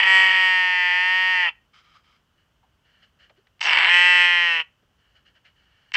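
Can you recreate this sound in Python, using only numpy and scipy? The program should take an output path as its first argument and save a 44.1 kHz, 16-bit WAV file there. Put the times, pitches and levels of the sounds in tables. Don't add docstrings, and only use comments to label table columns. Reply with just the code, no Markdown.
import sys
import numpy as np
from scipy import signal
from scipy.fft import rfft, irfft
from scipy.io import wavfile
from scipy.ndimage import uniform_filter1d

SR = 44100
rng = np.random.default_rng(int(sys.argv[2]) if len(sys.argv) > 2 else 0)


def wrap_up_sound(samples):
    columns = np.atleast_2d(samples).T
    tamed = np.clip(columns, -1, 1)
    steps = np.round(tamed * 32767).astype(np.int16)
    wavfile.write(sys.argv[1], SR, steps)


N = 262836
TIME = np.arange(N) / SR


def from_db(db):
    return 10 ** (np.asarray(db) / 20)


def rms_one(x):
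    return x / np.sqrt(np.mean(x ** 2) + 1e-20)


def even(x, window_s=.04):
    return x / np.sqrt(np.abs(uniform_filter1d(x * x, int(window_s * SR))) + 1e-14)


def curve(points):
    return np.interp(TIME, *np.transpose(points))


def gate(start, end):
    return uniform_filter1d(1. * ((TIME >= start) & (TIME <= end)), size=300)


def bell(offset_s, width_s):
    return np.exp(-(offset_s / width_s) ** 2)


def cut(x, hz, kind, order):
    return signal.sosfilt(signal.butter(order, hz, kind, fs=SR, output="sos"), x + 1e-18)


def sliding_resonance(x, hz, width_hz):
    turn, radius = np.exp(2j * np.pi * np.cumsum(hz) / SR), np.exp(-np.pi * width_hz / SR)
    return 2 * np.real(turn * signal.lfilter([1 - radius], [1, -radius], x / turn))


def coloured_noise(spectrum):
    hz, db = np.transpose(spectrum)
    bins = np.maximum(np.fft.rfftfreq(N, 1 / SR), 1)
    gain = from_db(np.interp(np.log(bins), np.log(hz), db))
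    return rms_one(irfft(rfft(rng.standard_normal(N)) * gain, N))


def pulses(times, sizes):
    at, out = np.clip(np.asarray(times) * SR, 0, N - 2), np.zeros(N)
    np.add.at(out, at.astype(int), sizes * (1 - at % 1))
    np.add.at(out, at.astype(int) + 1, sizes * (at % 1))
    return out


def outdoor_bed():
    # f/Hz, level/dB
    spectrum = [(15, -35.5), (28, -16), (48, -1), (110, -5), (190, -10), (320, -16.5), (700, -19),
                (1500, -17.5), (2400, -26.5), (3000, -16), (3700, -30), (6000, -31.5), (10000, -41.5),
                (13000, -40), (15500, -38.5)]
    return coloured_noise(spectrum)


def pen_echo(x, t60=0.28, dull_hz=4500, first_echo_s=0.004):
    age = TIME[:SR]
    tail = cut(rng.standard_normal(SR), dull_hz, "low", order=1)
    tail *= from_db(-60 * age / t60) * (age > first_echo_s)
    return signal.fftconvolve(x, tail / np.linalg.norm(tail))[:N]


def smacks():
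    # t/s, peak/dB, f/Hz, width/Hz, length/s
    bursts = [(1.946, -50, 1260, 120, .02), (2.627, -54, 866, 120, 0.019), (3.025, -54, 3053, 702, 0.017),
              (3.295, -48, 1900, 1100, 0.0067), (3.297, -51.5, 570, 200, .015),
              (3.376, -55, 408, 60.6, 0.017), (3.468, -49.5, 1810, 990, 0.006),
              (4.824, -58, 201.5, 158, 0.01035), (5.446, -48, 2270, 700, 0.026)]
    out = np.zeros(N)
    for start, peak_db, hz, width, length in bursts:
        age = np.maximum(TIME - start, 0) / length
        burst = age * np.exp(-2 * age) * rng.standard_normal(N) + 1e-18
        radius = np.exp(-np.pi * width / SR)
        cavity = [1, -2 * radius * np.cos(2 * np.pi * hz / SR), radius ** 2]
        ring = signal.lfilter([1, 0, -1], cavity, burst)
        out += from_db(peak_db) * ring / np.abs(ring).max()
    return cut(out, 4500, "low", order=4)


def draughts(rows, attack_s=.016, fade_db_per_s=327):
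    power = 0
    for start, length, db in rows:
        swell = np.clip((TIME - start) / attack_s, 0, 1)
        fade_db = fade_db_per_s * np.clip(TIME - start - length, 0, 1)
        power += (swell * from_db(db - fade_db)) ** 2
    return np.sqrt(power)


def airway(x, resonances, low_hz=130, soft_hz=6300, top_hz=10800):
    # f/Hz, width/Hz
    cavities = [(1000, 600), (1850, 850), (2200, 1300), (2550, 350)]
    x = cut(x, low_hz, "high", order=1)
    x = cut(x, soft_hz, "low", order=4)
    x = cut(x, top_hz, "low", order=6)
    for hz, width, db in resonances:
        pole, turn = np.pi * width / SR, -2 * np.cos(2 * np.pi * hz / SR)
        zero = pole * from_db(db)
        x = signal.lfilter([1 + zero, turn, 1 - zero], [1 + pole, turn, 1 - pole], x)
    for hz, width in cavities:
        pole, turn = np.pi * width / SR, -2 * np.cos(2 * np.pi * hz / SR)
        x = signal.lfilter([1 - pole, turn, 1 + pole], [1 + pole, turn, 1 - pole], x)
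    return x


def nostrils(snort_db=-0.7, sniff_db=-0.3):
    # f/Hz, width/Hz, gain/dB
    nose = [(1250, 120, 25), (2230, 280, 10.5), (3150, 140, 16), (3900, 80, 6), (5000, 330, 8.5)]
    # t/s, length/s, level/dB
    pushes = [(1.728, 0.066, -54), (1.83, .095, -60), (1.93, .04, -56.5), (2.03, .13, -63)]
    # t/s, length/s, level/dB
    sniffs = [(2.365, .05, -69), (2.84, .17, -64.5), (3.015, 0.025, -56.5), (3.185, 0.064, -57),
              (3.355, .025, -66), (4.975, .17, -69.5), (5.145, .03, -59), (5.247, .035, -59),
              (5.342, 0.029, -60.5), (5.44, .035, -57.5), (5.55, .35, -65.5)]
    # f/Hz, level/dB
    sniff_colour = [(300, -33), (600, -6), (1030, -22), (1300, -4), (1820, 2.5), (2100, -8), (2280, -1.5),
                    (2490, -11.5), (2950, 7.5), (3700, -20), (4200, -8.5), (5600, -19.5), (7800, -31.5),
                    (11000, -49)]
    nasal = rms_one(airway(rng.standard_normal(N), nose, low_hz=1400, soft_hz=5470))
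    snort = from_db(snort_db) * draughts(pushes) * nasal
    return snort + from_db(sniff_db) * draughts(sniffs) * coloured_noise(sniff_colour)


def puffs(closures, length_s):
    fade = np.exp(-1 / (length_s * SR))
    flow = signal.lfilter([np.sqrt(1 - fade ** 2)], [1, -fade], closures + 1e-18)
    return flow * rng.standard_normal(N)


def scatter(x, t60=.02, from_hz=4700, amount_db=-0.5):
    age = TIME[:2000]
    bounces = rng.standard_normal(len(age)) * from_db(-60 * age / t60)
    treble = cut(x, from_hz, "high", order=4)
    return x + from_db(amount_db) * signal.fftconvolve(treble, bounces / np.linalg.norm(bounces))[:N]


def mouth(voice, level_db, first_db, upper_db, edge_db, sheen_db=-15.5, sheen_slope=2.1):
    out = 0
    for top_hz, weight_db in [(1500, first_db), (2150, 0), (3700, upper_db), (6900, edge_db)]:
        band = signal.sosfiltfilt(signal.butter(10, top_hz, fs=SR, output="sos"), voice)
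        out += even(band) * from_db(weight_db)
        voice = voice - band
    push_db = np.clip(level_db + 20, -1.5, 4)
    sheen = even(voice) * from_db(edge_db + sheen_db + sheen_slope * push_db)
    return (out + sheen) * from_db(level_db)


def opening_mouth(voice, start, end, first_db, speed):
    # start f/Hz, wide-open f/Hz, time constant/s, width/Hz, gain/dB
    sinking = (7000, 4000, .085, 410, 8)
    # start level/dB, wide-open level/dB, time constant/s
    opening = [(-36.5, -18, .055), (-43, -25.5, 0.018), (-33, -18, .028), (-31, -40, .16)]
    age = speed * np.maximum(TIME - start, 0)
    shut_hz, wide_hz, sink_s, width_hz, ring_db = sinking
    ring_hz = wide_hz + (shut_hz - wide_hz) * np.exp(-age / sink_s)
    voice = voice + from_db(ring_db) * sliding_resonance(voice, ring_hz, width_hz)
    second, first, upper, edge = [wide + (shut - wide) * np.exp(-age / pace_s)
                                  for shut, wide, pace_s in opening]
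    voice = mouth(voice, second, first + first_db - second, upper - second, edge - second)
    return voice * gate(start, end)


def rasp(flap_hz=180, jitter_s=.0009, shimmer_db=-0.5, air_db=-6, rattle_db=-3.0):
    # f/Hz, width/Hz, gain/dB
    throat = [(932, 210, 28.5), (1760, 320, 16), (2230, 180, 13.5), (2708, 73, 8.5), (2978, 270, 21.5),
              (3800, 310, -10), (4800, 1600, 13), (7200, 510, -3.5), (7740, 230, 16.5)]
    # start/s, end/s, first-formant trim/dB, jaw speed/multiple of the usual
    onsets = [(3.608, 3.621, 0, 2.5), (3.626, 3.897, 0, 1), (5.938, 5.98, -9, 6)]
    # t/s, level/dB
    hard_flaps = [(3.594, -42), (3.6134, -11.5), (3.6275, -16), (3.6555, -9.5), (3.67, -8), (3.694, -8),
                  (3.707, -11), (3.732, -3.5), (3.7724, -8.5), (3.788, -6), (3.8452, -8.5), (5.919, -28),
                  (5.939, -16), (5.953, -7.5)]
    late, strong = rng.standard_normal((1400, 2)).T
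    closures = pulses(np.arange(len(late)) / flap_hz + jitter_s * late, from_db(shimmer_db * strong))
    air = from_db(air_db) * puffs(closures, length_s=0.0061)
    rattle = scatter(airway(closures + air, throat))
    rattle = sum(opening_mouth(rattle, *onset) for onset in onsets)
    times, flap_db = np.transpose(hard_flaps)
    flaps = airway(pulses(times, from_db(flap_db)), throat, low_hz=1120, soft_hz=5500)
    return rattle * from_db(rattle_db) + flaps * from_db(flap_db.max()) / np.abs(flaps).max()


def sway(x, path_s=0.002695, swing_s=.00008, echo_db=-15):
    tremble = rms_one(irfft(rfft(rng.standard_normal(N))[:24], N))
    return x + from_db(echo_db) * np.interp(TIME - path_s - swing_s * tremble, TIME, x)


def closing_jaw(voice, release):
    # f/Hz, width/Hz, gain/dB, swell time/s
    jaw_ring = (2800, 220, 0, .14)
    hz, width_hz, db, swell_s = jaw_ring
    ring = sliding_resonance(voice, np.full(N, hz), width_hz)
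    return voice + from_db(db) * bell(TIME - release, swell_s) * ring


def roughness(start, release, at_start, at_release, floor=.06, lock_s=.06, break_s=.033):
    # t/s, half length/s, added roughness
    spells = [(.29, .12, .34), (.91, .05, .1)]
    locking = at_start * bell(TIME - start, lock_s)
    hoarse = sum(amount * bell(TIME - centre, half_length) for centre, half_length, amount in spells)
    breaking = at_release * np.exp(np.minimum(TIME - release, break_s) / break_s)
    return np.clip(floor + locking + hoarse + breaking, 0, 1)


def baa(shape, pitch_curve, effort_curve, throat, jitter_s, shimmer_db, air_db, rough_air_db, hiss_db):
    usual_effort_db, spared_share, release_db_per_s = -21.5, 0.81, 950
    rough_lift_db, closing_edge_db, closing_s = 5.0, -6, .05
    start, release, rough_start, rough_end, second_db, first_db, upper_db, edge_db = shape
    effort_db = curve(effort_curve)
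    rough = roughness(start, release, rough_start, rough_end)
    cycles = np.cumsum(curve(pitch_curve)) / SR
    times = np.interp(np.arange(int(cycles[-1])), cycles, TIME)
    late, strong = rng.standard_normal((1400, 2))[:len(times)].T * np.interp(times, TIME, rough)
    closures = pulses(times + jitter_s * late, from_db(shimmer_db * strong))
    air = cut(puffs(closures, length_s=.006), 1700, "high", order=2)
    air *= from_db(air_db) + rough * from_db(rough_air_db)
    hiss = cut(rng.standard_normal(N), [5300, 7000], "band", order=3) * closures.std() * from_db(hiss_db)
    voice = scatter(airway(closures + air + hiss, throat))
    voice = closing_jaw(sway(voice), release)
    spared_db = spared_share * np.maximum(usual_effort_db - effort_db, 0)
    first_db += spared_db
    upper_db += spared_db + rough_lift_db * rough
    edge_db += spared_db + closing_edge_db * bell(np.minimum(TIME - release, 0), closing_s)
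    voice = mouth(voice, effort_db + second_db, first_db, upper_db, edge_db)
    fade = from_db(-release_db_per_s * np.clip(TIME - release, 0, .5))
    return voice * gate(start, TIME[-1]) * fade


def bleats():
    # start/s, release/s, roughness added at start and at release, second formant/dB re effort,
    # then first formant/dB, upper formants/dB, treble edge/dB re the second formant
    first_shape = (0.0, 1.491, 1.2, .75, -.5, -11.2, -4.6, -22.9)
    second_shape = (3.89, 4.612, .16, .2, -.7, -12, -0.8, -21)
    # t/s, f/Hz
    first_pitch = [(0.0, 193.5), (0.024, 194), (0.04, 190.6), (0.376, 187.6), (0.902, 178.7),
                   (1.164, 185.7), (1.316, 185), (1.428, 177.6), (1.474, 168.1), (1.5, 155.4)]
    second_pitch = [(3.905, 175.6), (4.095, 178.7), (4.329, 175.6), (4.453, 172.3), (4.575, 163.6),
                    (4.62, 159.2)]
    # t/s, level/dB
    first_effort = [(0.0, -14.5), (0.02, -25), (0.036, -16.5), (0.05, -22), (0.066, -17), (0.162, -15),
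                    (0.316, -18.5), (0.45, -18), (0.696, -21), (1.168, -20.5), (1.47, -21), (1.5, -40.5)]
    second_effort = [(3.89, -19), (3.946, -16), (4.246, -17), (4.276, -19), (4.508, -22), (4.586, -27.5),
                     (4.615, -34.5)]
    # f/Hz, width/Hz, gain/dB
    first_throat = [(402, 300, 0), (757, 120, -6.5), (896.4, 63, 37), (1298, 80, 8.5), (1524, 68, -2.5),
                    (1856.5, 65, 24), (1965, 70, 6.5), (2308, 130, 14), (2528, 50, 7.5), (2736, 73, 10.5),
                    (3045, 220, 18.5), (3690, 710, -11), (4677, 680, 13.5), (6870, 530, -4.5),
                    (7740, 270, 9.5), (9500, 100, 12)]
    second_throat = [(498.6, 67, 8.5), (749, 120, -13.5), (917, 90, 17.5), (1904, 160, 34), (2013, 62, -20),
                     (2460, 200, 6), (2689, 33, 13), (2830, 52, -1.5), (3080, 230, 28), (3620, 1300, -13.5),
                     (4510, 530, 2), (6900, 1000, -9), (7850, 120, 14.5), (9600, 200, 8.5)]
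    first = baa(first_shape, first_pitch, first_effort, first_throat,
                jitter_s=0.000097, shimmer_db=1, air_db=-29, rough_air_db=1.5, hiss_db=-3)
    second = baa(second_shape, second_pitch, second_effort, second_throat,
                 jitter_s=0.00013, shimmer_db=6.5, air_db=-29, rough_air_db=3.5, hiss_db=-5.5)
    return first + second


def scene(echo_db=-30, bed_db=-67.5):
    sheep = bleats() + rasp() + nostrils() + smacks()
    return (sheep + from_db(echo_db) * pen_echo(sheep) + from_db(bed_db) * outdoor_bed())[None]


def record(dry, cutoff_hz=15500):
    return cut(dry, cutoff_hz, "low", order=16)


dry = scene()
out = record(dry)
wrap_up_sound(out)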